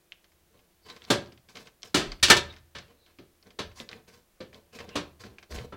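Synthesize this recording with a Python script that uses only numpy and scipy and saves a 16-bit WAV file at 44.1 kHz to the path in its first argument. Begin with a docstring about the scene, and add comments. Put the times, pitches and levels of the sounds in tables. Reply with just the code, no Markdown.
"""A small quiet room, close to a sheet-steel computer case: a hard drive is worked into its bay.
The drive scrapes along the rails, steel slipping on steel, with faint squeaks and two brief chinks.
It knocks against the cage, which thumps, clatters and rings; the loudest knock seats it. Small parts
tick in between and the side panel booms softly under a leaning hand, over room air and a faint hum."""
import sys
import numpy as np
from scipy import signal
from scipy.fft import rfft, irfft, next_fast_len
from scipy.io import wavfile

SR = 44100
rng = np.random.default_rng(int(sys.argv[2]) if len(sys.argv) > 2 else 0)


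def bounce(signal):
    """Save signal as a 16-bit WAV file at the path given by the first command-line argument."""
    frames = np.transpose(np.atleast_2d(signal))
    limited = np.clip(frames, -1, 1)
    pcm = np.round(limited * 32767).astype(np.int16)
    wavfile.write(sys.argv[1], SR, pcm)


N = 254104
TIME = np.arange(N) / SR
BAND_EDGES_HZ = np.geomspace(22, 17000, 27)
BAND_HZ = np.sqrt(BAND_EDGES_HZ[1:] * BAND_EDGES_HZ[:-1])
FIRM_DB = -21.5   # a firm blow, on the scale of the knocks' mids

# The drive hitting the cage: (time [s], mids level [dB], body [dB re mids], treble [dB re mids],
# clatter t60 [s], thump pitch [Hz], clank pitch [Hz])
KNOCKS = [(1.101, -19, 0.5, -3.5, 0.2, 273, 1614), (1.943, -20, -2.5, -2, 0.28, 303, 1378),
          (2.227, -19, -18.5, 4.5, 0.17, 366, 1840), (2.281, -26.5, -9, -1, 0.19, 332, 1510),
          (2.299, -5, -13, -4, .14, 572.6, 1775), (2.365, -26, -8.5, 2.5, .12, 350, 959),
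          (2.749, -38, -12, -4.5, 0.25, 563, 1746), (3.185, -56.5, 9.5, -2, 0.22, 339, 1223),
          (3.588, -33, -1, -1, 0.19, 435, 1078), (3.801, -45, 1.5, -7, 0.11, 228.5, 2020),
          (4.403, -45.5, 7, -1.5, 0.19, 517, 1176), (4.954, -27.5, -0.5, -4, 0.2, 290, 1097),
          (5.238, -53.5, 7.5, -6, 0.36, 211.4, 1482), (5.722, -39, -3.5, -16.5, 0.16, 358, 1334)]
# The wash of crowded panel modes: (frequency [Hz], level [dB], decay time [multiple of a hit's t60])
CLATTER = [(40, -12.5, 1.6), (80, -4, 1.6), (160, -5.5, 1.4), (294, -7, 1.3), (516, -8, 1.3),
           (694, -13, 1.2), (1250, -9.5, 1.1), (2060, -9, 1.05), (4000, -2.5, 1.0), (5970, -3.5, .85),
           (8740, -6, .7), (10800, -16, .6), (15000, -18, .6)]
# The clear notes of the case: (pitch [Hz], level [dB], t60 [s])
CASE_MODES = [(78, -6, .7), (146, -16, .6), (188, -3, .3), (275, -5, .2), (352, -9, .34), (505, -9, .25),
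              (572, -8, .24), (905, -13, .2), (972, -14, .2), (1200, -14, .17), (1550, -12, .15),
              (1761, -7.5, .16), (2350, -11, .15), (2430, -12, .14), (2650, -12, .17), (3315, -12, .19),
              (3545, -10, .18), (3580, -12, .18), (3758, -13, .16), (3960, -11, .17), (4262, -12, .17),
              (4340, -12, .16)]
# Pushes along the rails: (start [s], length [s], level [dB], rumble offset [dB], hiss offset [dB])
PUSHES = [(0.499, 0.1, -70, 7.5, -18), (0.841, 0.11, -52.5, -1, -6), (0.958, 0.21, -57, -2.5, -6),
          (1.479, 0.027, -54, -4, -0.5), (1.539, 0.081, -51.5, 2, -2), (1.818, 0.049, -56, -2, 2),
          (2.875, 0.046, -64, 6, -14.5), (3.053, 0.027, -57.5, -7.5, -14), (3.444, 0.026, -58, 7.5, -11.5),
          (3.749, 0.056, -54, -9, 4), (3.885, 0.035, -45.5, 1.5, -12.5), (4.066, 0.074, -58, -1, -1),
          (4.525, 0.024, -54, 7, -8.5), (4.721, 0.09, -54, 3, -0.5), (4.78, 0.029, -42, 3.5, -13),
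          (4.89, .05, -54, 2.5, -20), (5.19, 0.062, -53.5, -3.5, -1), (5.237, 0.042, -59.5, 9.5, -3.5),
          (5.49, 0.058, -45.5, 7, 0), (5.554, 0.054, -44.5, 4.5, -8)]


def from_db(db):
    """Decibels to gain."""
    return 10 ** (np.asarray(db) / 20)


def rms_one(x):
    """Scale to rms 1."""
    return x / np.sqrt(np.mean(x ** 2) + 1e-20)


def at_hz(points, hz, column=1):
    """Read a column of a table on a log-frequency axis."""
    points = np.array(points)
    return np.interp(np.log(hz), np.log(points[:, 0]), points[:, column])


def fade(t, t60):
    """Exponential decay, 60 dB down at t60."""
    return np.exp(-np.log(1000) * t / np.maximum(t60, 1e-3))


def add(out, start_s, sound):
    """Mix a sound in at its start time."""
    i = max(round(start_s * SR), 0)
    out[i:i + len(sound)] += sound[:N - i]


def filtered(x, hz, kind="low", order=2):
    """Butterworth filter."""
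    return signal.sosfilt(signal.butter(order, hz, kind, fs=SR, output="sos"), x)


def wobble(rate_hz):
    """Smooth random movement; rms 1."""
    return rms_one(filtered(rng.standard_normal(N), rate_hz))


def noise_bands(size):
    """Noise bands of rms 1; neighbours are cut from independent noises."""
    noises = rng.standard_normal((2, size))
    bands = zip(BAND_EDGES_HZ, BAND_EDGES_HZ[1:])
    return np.array([rms_one(filtered(noises[k % 2], band, "band")) for k, band in enumerate(bands)])


def coloured(source, spectrum):
    """Give a white source a spectrum; rms 1."""
    size = next_fast_len(N)
    hz = np.maximum(np.fft.rfftfreq(size, 1 / SR), 1)
    return rms_one(irfft(rfft(source, size) * from_db(at_hz(spectrum, hz)), size)[:N])


def dying_noise(t60, gains, size=26000):
    """The tail of countless modes, each band dying at its own rate; energy 1."""
    response = gains @ (noise_bands(size) * fade(TIME[:size], t60[:, None]))
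    return response / np.linalg.norm(response)


def ring(force, hz, t60):
    """One mode: a unit click sets a sine of height 1 ringing."""
    radius, angle = fade(1 / SR, t60), 2 * np.pi * hz / SR
    return signal.lfilter([0, np.sin(angle)], [1, -2 * radius * np.cos(angle), radius ** 2], force + 1e-18)


def background(air_db, hum_db, hum_hz):
    """The bed: quiet room air with a trace of hiss and a faint hum."""
    # Room tone: (frequency [Hz], spectral level [dB])
    air_spectrum = [(20, -6.5), (35, -1), (55, -4), (80, 0.5), (105, -15), (170, -7), (240, -14.5),
                    (345, -7.5), (430, -14), (600, -12.5), (900, -18), (2000, -20), (8000, -24.5),
                    (16000, -23.5)]
    hum = from_db(hum_db) * np.sqrt(2) * np.sin(2 * np.pi * hum_hz * TIME)
    return from_db(air_db) * coloured(rng.standard_normal(N), air_spectrum) + hum


def room(x, wet_db):
    """The diffuse tail of a small furnished room."""
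    # Reverb time: (frequency [Hz], t60 [s])
    decay_times = [(60, .85), (300, 0.41), (1200, 0.38), (4000, 0.3), (14000, 0.21)]
    tail = dying_noise(at_hz(decay_times, BAND_HZ), np.sqrt(BAND_HZ))
    return from_db(wet_db) * signal.fftconvolve(x, tail)[:N]


def case_echoes(x, echo_db, t60, count=14):
    """Quick echoes between the walls of the case give a hollow, uneven colour."""
    response = np.zeros(500)
    lags = rng.integers(25, 500, count)
    response[lags] = from_db(echo_db) * fade(lags / SR, t60) * rng.choice([-1, 1], count)
    response[0] = 1
    return signal.fftconvolve(x, response / np.linalg.norm(response))[:N]


def swells(cues, waver, waver_hz):
    """Short tones of unsteady pitch that swell and fade."""
    out = np.zeros(N)
    unsteady_time = np.cumsum(1 + waver * wobble(waver_hz)) / SR
    for centre, length, level_db, hz in cues:
        span = np.abs(TIME - centre) < 2 * length
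        envelope = np.exp(-(2 * (TIME[span] - centre) / length) ** 2)
        out[span] += from_db(level_db) * np.sqrt(2) * np.sin(2 * np.pi * hz * unsteady_time[span]) * envelope
    return out


def panel_booms():
    """The side panel flexes under a leaning hand and booms softly."""
    # Presses of the hand: (centre time [s], length [s], level [dB], pitch [Hz])
    presses = [(2.113, 0.084, -40.5, 34.05), (2.246, 0.036, -35, 67.7), (3.69, 0.13, -51, 80),
               (5.269, 0.15, -54, 75.55), (5.538, 0.036, -41, 80), (5.587, 0.11, -40.5, 80)]
    return swells(presses, waver=0.25, waver_hz=25)


def squeaks_and_chinks():
    """Thin, faint squeaks of the rails and two brief metallic chinks."""
    # Rail squeaks, and chinks at 2.12 s and 2.508 s: (centre time [s], length [s], level [dB], pitch [Hz])
    high_tones = [(.865, 0.062, -63, 4620), (.91, 0.018, -47, 3930), (2.12, 0.0036, -34, 4910),
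                  (2.508, 0.023, -47.5, 3780), (3.04, 0.11, -69.5, 3990), (4.76, 0.054, -56.5, 2580),
                  (4.935, 0.052, -55.5, 2800)]
    return swells(high_tones, waver=0.06, waver_hz=410)


def stray_ticks(settle_db=-43.5, catch_db=12.5, pitch_range_hz=(1590, 4400)):
    """Cues for faint ticks: loose parts settle after each firm knock, the rails catch once a push."""
    firm_times = [time for time, blow_db, *_ in KNOCKS if blow_db > FIRM_DB - 4]
    settling = [(time + rng.uniform(0.1, 0.33), settle_db) for time in firm_times for _ in range(5)]
    catching = [(start + length * rng.random(), push_db + catch_db) for start, length, push_db, *_ in PUSHES]
    return [(time, level_db, rng.uniform(*pitch_range_hz), 0) for time, level_db in settling + catching]


def part_ticks(gain_db, width, contact_t60, rattle_t60, bounce_s, bounce_db, top_hz, size=1500):
    """A brief contact rings a small stiff part, bounces once and leaves a broad rattle in the case."""
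    # Small parts touching: (time [s], level [dB], pitch [Hz], send to the case [dB])
    contacts = [(0.121, -25, 2740, -13), (0.243, -45, 2500, 0), (0.319, -56.5, 1800, 6),
                (0.592, -51, 2690, 2), (0.9, -32, 3400, 1.5), (0.964, -39, 3480, 7),
                (1.02, -33.5, 2590, -14), (1.041, -38.5, 3900, 3), (1.05, -32, 3560, -20),
                (1.555, -32.5, 3200, 3.5), (1.57, -31, 3000, 2.5), (1.671, -37, 3040, 5),
                (1.821, -38, 4540, -11), (1.831, -22.5, 4160, -6), (2.118, -34.5, 4880, 12),
                (2.564, -39, 3740, .5), (2.785, -30.5, 4140, 5), (3.187, -38, 2650, 0),
                (3.427, -42.5, 3930, -3.5), (3.505, -44.5, 2400, 4), (3.715, -45, 2080, 3.5),
                (3.801, -24, 3150, -5), (3.89, -27, 4000, -4.5), (3.93, -29, 2180, -13.5),
                (4.545, -36, 3720, -3), (4.788, -31, 1800, 5.5), (4.891, -31.5, 3370, 2),
                (5.237, -34, 1570, 1), (5.384, -32, 1910, -4), (5.427, -41.5, 1880, 8),
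                (5.587, -26.5, 2740, -2)]
    direct, case_send = np.zeros((2, N))
    for time, level_db, hz, send_db in contacts + stray_ticks():
        contact = rng.standard_normal(size) * fade(TIME[:size], contact_t60)
        tick = filtered(contact, [hz / (1 + width), hz * (1 + width)], "band")
        tick *= from_db(level_db + gain_db) / np.abs(tick).max()
        add(direct, time, tick)
        add(direct, time + bounce_s * rng.uniform(0.7, 1.3), from_db(bounce_db) * tick)
        add(case_send, time, from_db([send_db]) * np.linalg.norm(tick))
    rattle_colour = np.sqrt(BAND_HZ) / (1 + (BAND_HZ / 6000) ** 2)
    rattle = dying_noise(rattle_t60 * at_hz(CLATTER, BAND_HZ, column=2), rattle_colour)
    return filtered(direct + signal.fftconvolve(case_send, rattle)[:N], top_hz, order=3)


def push(start, length, t60, grip_s=0.018):
    """Envelope of one push: it takes hold, holds and runs out."""
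    return np.clip((TIME - start) / grip_s, 0, 1) * fade(np.maximum(TIME - start - length, 0), t60)


def friction(slips_per_s=300, spread_db=1.5, slip_t60=0.031, pressure_db=3.5):
    """Tiny slips of steel on steel ride on a smooth rub, under the uneven pressure of the hand."""
    strengths = from_db(spread_db * np.minimum(rng.exponential(1, N), 2))
    onsets = strengths * (rng.random(N) < slips_per_s / SR)
    slips = signal.fftconvolve(onsets, fade(TIME[:500], slip_t60))[:N] * rng.standard_normal(N)
    pressure = from_db(pressure_db * wobble(rate_hz=30.9))
    rub = rng.standard_normal(N)
    return rms_one(rms_one(slips) + rub) * pressure


def rail_scrape(rasp_db, rumble_db, hiss_db, resonance_db):
    """The drive rasps and hisses along the rails; the cage rumbles and its modes sing along."""
    # Gritty mids of the rails: (frequency [Hz], spectral level [dB])
    rasp_spectrum = [(400, -7.5), (700, -7), (1100, 2.5), (2000, 0), (3000, -2), (4300, -4), (5500, -32),
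                     (9000, -33)]
    # Low end of the cage: (frequency [Hz], spectral level [dB])
    rumble_spectrum = [(50, -15), (85, 4.5), (130, -9.5), (200, -0.5), (340, -4.5), (600, -0.5), (850, -17),
                       (1500, -44.5)]
    # Fine top of the rub: (frequency [Hz], spectral level [dB])
    hiss_spectrum = [(3000, -23), (4700, 7), (6500, 0.5), (8500, -4.5), (11000, -11), (16000, -16)]
    rasp, rumble, hiss = np.zeros((3, N))
    for start, length, push_db, low_db, fine_db in PUSHES:
        stroke, lingering = push(start, length, t60=0.21), push(start, length, t60=0.33)
        rasp = np.maximum(rasp, from_db(push_db + rasp_db) * stroke)
        hiss = np.maximum(hiss, from_db(push_db + fine_db + hiss_db) * stroke)
        rumble = np.maximum(rumble, from_db(push_db + low_db + rumble_db) * lingering)
    grit = friction()
    scrape = rasp * coloured(grit, rasp_spectrum)
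    scrape += rumble * coloured(grit, rumble_spectrum)
    scrape += hiss * coloured(grit, hiss_spectrum)
    # each mode is scaled to unity gain at its own pitch
    singing = sum(ring(scrape, hz, t60) * 2 * np.log(1000) / (t60 * SR) for hz, _, t60 in CASE_MODES)
    return scrape + from_db(resonance_db) * singing


def knock_colour(blow_db, body_db, treble_db, hz):
    """A blow's level at hz, in dB: the spot sets body and treble; softer blows are boomier and duller."""
    # Where boom, body, mids, treble and sheen sit: (frequency [Hz])
    colour_hz = [80, 300, 1300, 3900, 9000]
    softer_db = FIRM_DB - blow_db
    boom_db = -20 + 0.36 * softer_db
    sheen_db = treble_db - 4.5 - 0.69 * max(softer_db, 0)
    return blow_db + np.interp(np.log(hz), np.log(colour_hz), [boom_db, body_db, 0, treble_db, sheen_db])


def knock_thump(thump_db, clank_db, t60):
    """The struck cage wall gives a low thump and a hollow clank whose pitches depend on the spot."""
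    out, t = np.zeros(N), TIME[:16000]
    envelope = (1 - fade(t, t60=0.021)) * fade(t, t60)
    for time, blow_db, body_db, _, _, thump_hz, clank_hz in KNOCKS:
        thump = from_db(body_db + thump_db) * np.sin(2 * np.pi * thump_hz * t)
        clank = from_db(clank_db) * np.sin(2 * np.pi * clank_hz * t)
        add(out, time, from_db(blow_db) * (thump + clank) * envelope)
    return out


def knock_ring(gain_db, uneven_db):
    """Each blow rings the clear modes of the case; the point of contact favours other ones each time."""
    out = np.zeros(N)
    hits = [round(time * SR) for time, *_ in KNOCKS]
    for hz, mode_db, t60 in CASE_MODES:
        colour_db = np.array([knock_colour(blow, body, treble, hz) for _, blow, body, treble, *_ in KNOCKS])
        spot_db = uneven_db * rng.standard_normal(len(hits))
        force = np.zeros(N)
        force[hits] = from_db(gain_db + mode_db + colour_db + spot_db) * rng.choice([-1, 1], len(hits))
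        # a mode takes a few milliseconds to fill
        out += ring(force, hz, t60) - ring(force, hz, t60=0.015)
    return out


def knock_clatter(gain_db, chatter_s, swell_s, crack, crack_t60, size=24000):
    """Each blow spreads through the panels and dies as a dense clatter, treble first."""
    out, t = np.zeros(N), TIME[:size]
    noise = noise_bands(4 * size)
    # the sound builds up as it spreads, the bass most slowly
    attack = 1 - np.exp(-(t / (swell_s + 0.32 / BAND_HZ[:, None])) ** 2)
    # the first hard contact adds a short bright crack
    attack *= 1 + crack * fade(t, crack_t60) / (1 + (5000 / BAND_HZ[:, None]) ** 2)
    decay_scale = at_hz(CLATTER, BAND_HZ, column=2)[:, None]
    for time, blow_db, body_db, treble_db, t60, _, _ in KNOCKS:
        band_db = gain_db + at_hz(CLATTER, BAND_HZ) + knock_colour(blow_db, body_db, treble_db, BAND_HZ)
        # the drive chatters for a moment before the decay sets in
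        envelope = attack * fade(np.maximum(t - chatter_s, 0), t60 * decay_scale)
        offset = rng.integers(3 * size)
        bands = noise[:, offset:offset + size] * envelope
        energy_trim = np.linalg.norm(envelope, axis=1) / np.linalg.norm(bands, axis=1)
        add(out, time, (energy_trim * from_db(band_db)) @ bands)
    return out


def scene():
    """The mono mix: the case up close, its room tail and the bed."""
    clatter = knock_clatter(gain_db=-1.5, chatter_s=0.006, swell_s=0.0023, crack=0.61, crack_t60=0.039)
    scrape = rail_scrape(rasp_db=-3.5, rumble_db=-5.5, hiss_db=-4.5, resonance_db=2.0)
    case = case_echoes(clatter, echo_db=-14, t60=0.05) + case_echoes(scrape, echo_db=-7.5, t60=0.17)
    case += knock_ring(gain_db=-1.6, uneven_db=3.0)
    case += knock_thump(thump_db=3.5, clank_db=-4.0, t60=0.15)
    case += part_ticks(gain_db=-2.0, width=0.36, contact_t60=0.0055, rattle_t60=0.071,
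                       bounce_s=0.0033, bounce_db=-10, top_hz=6277)
    case += panel_booms() + squeaks_and_chinks()
    return (case + room(case, wet_db=-14.5) + background(air_db=-66.5, hum_db=-81, hum_hz=344.5))[None]


def record(dry):
    """A soft clip rounds the loudest peaks and a steep low-pass cuts the top."""
    ceiling, cutoff_hz = 0.72, 16000
    rounded = dry / (1 + (dry / ceiling) ** 4) ** (1 / 4)
    return signal.sosfilt(signal.ellip(10, 0.1, 80, cutoff_hz, fs=SR, output="sos"), rounded)


dry = scene()
out = record(dry)
bounce(out)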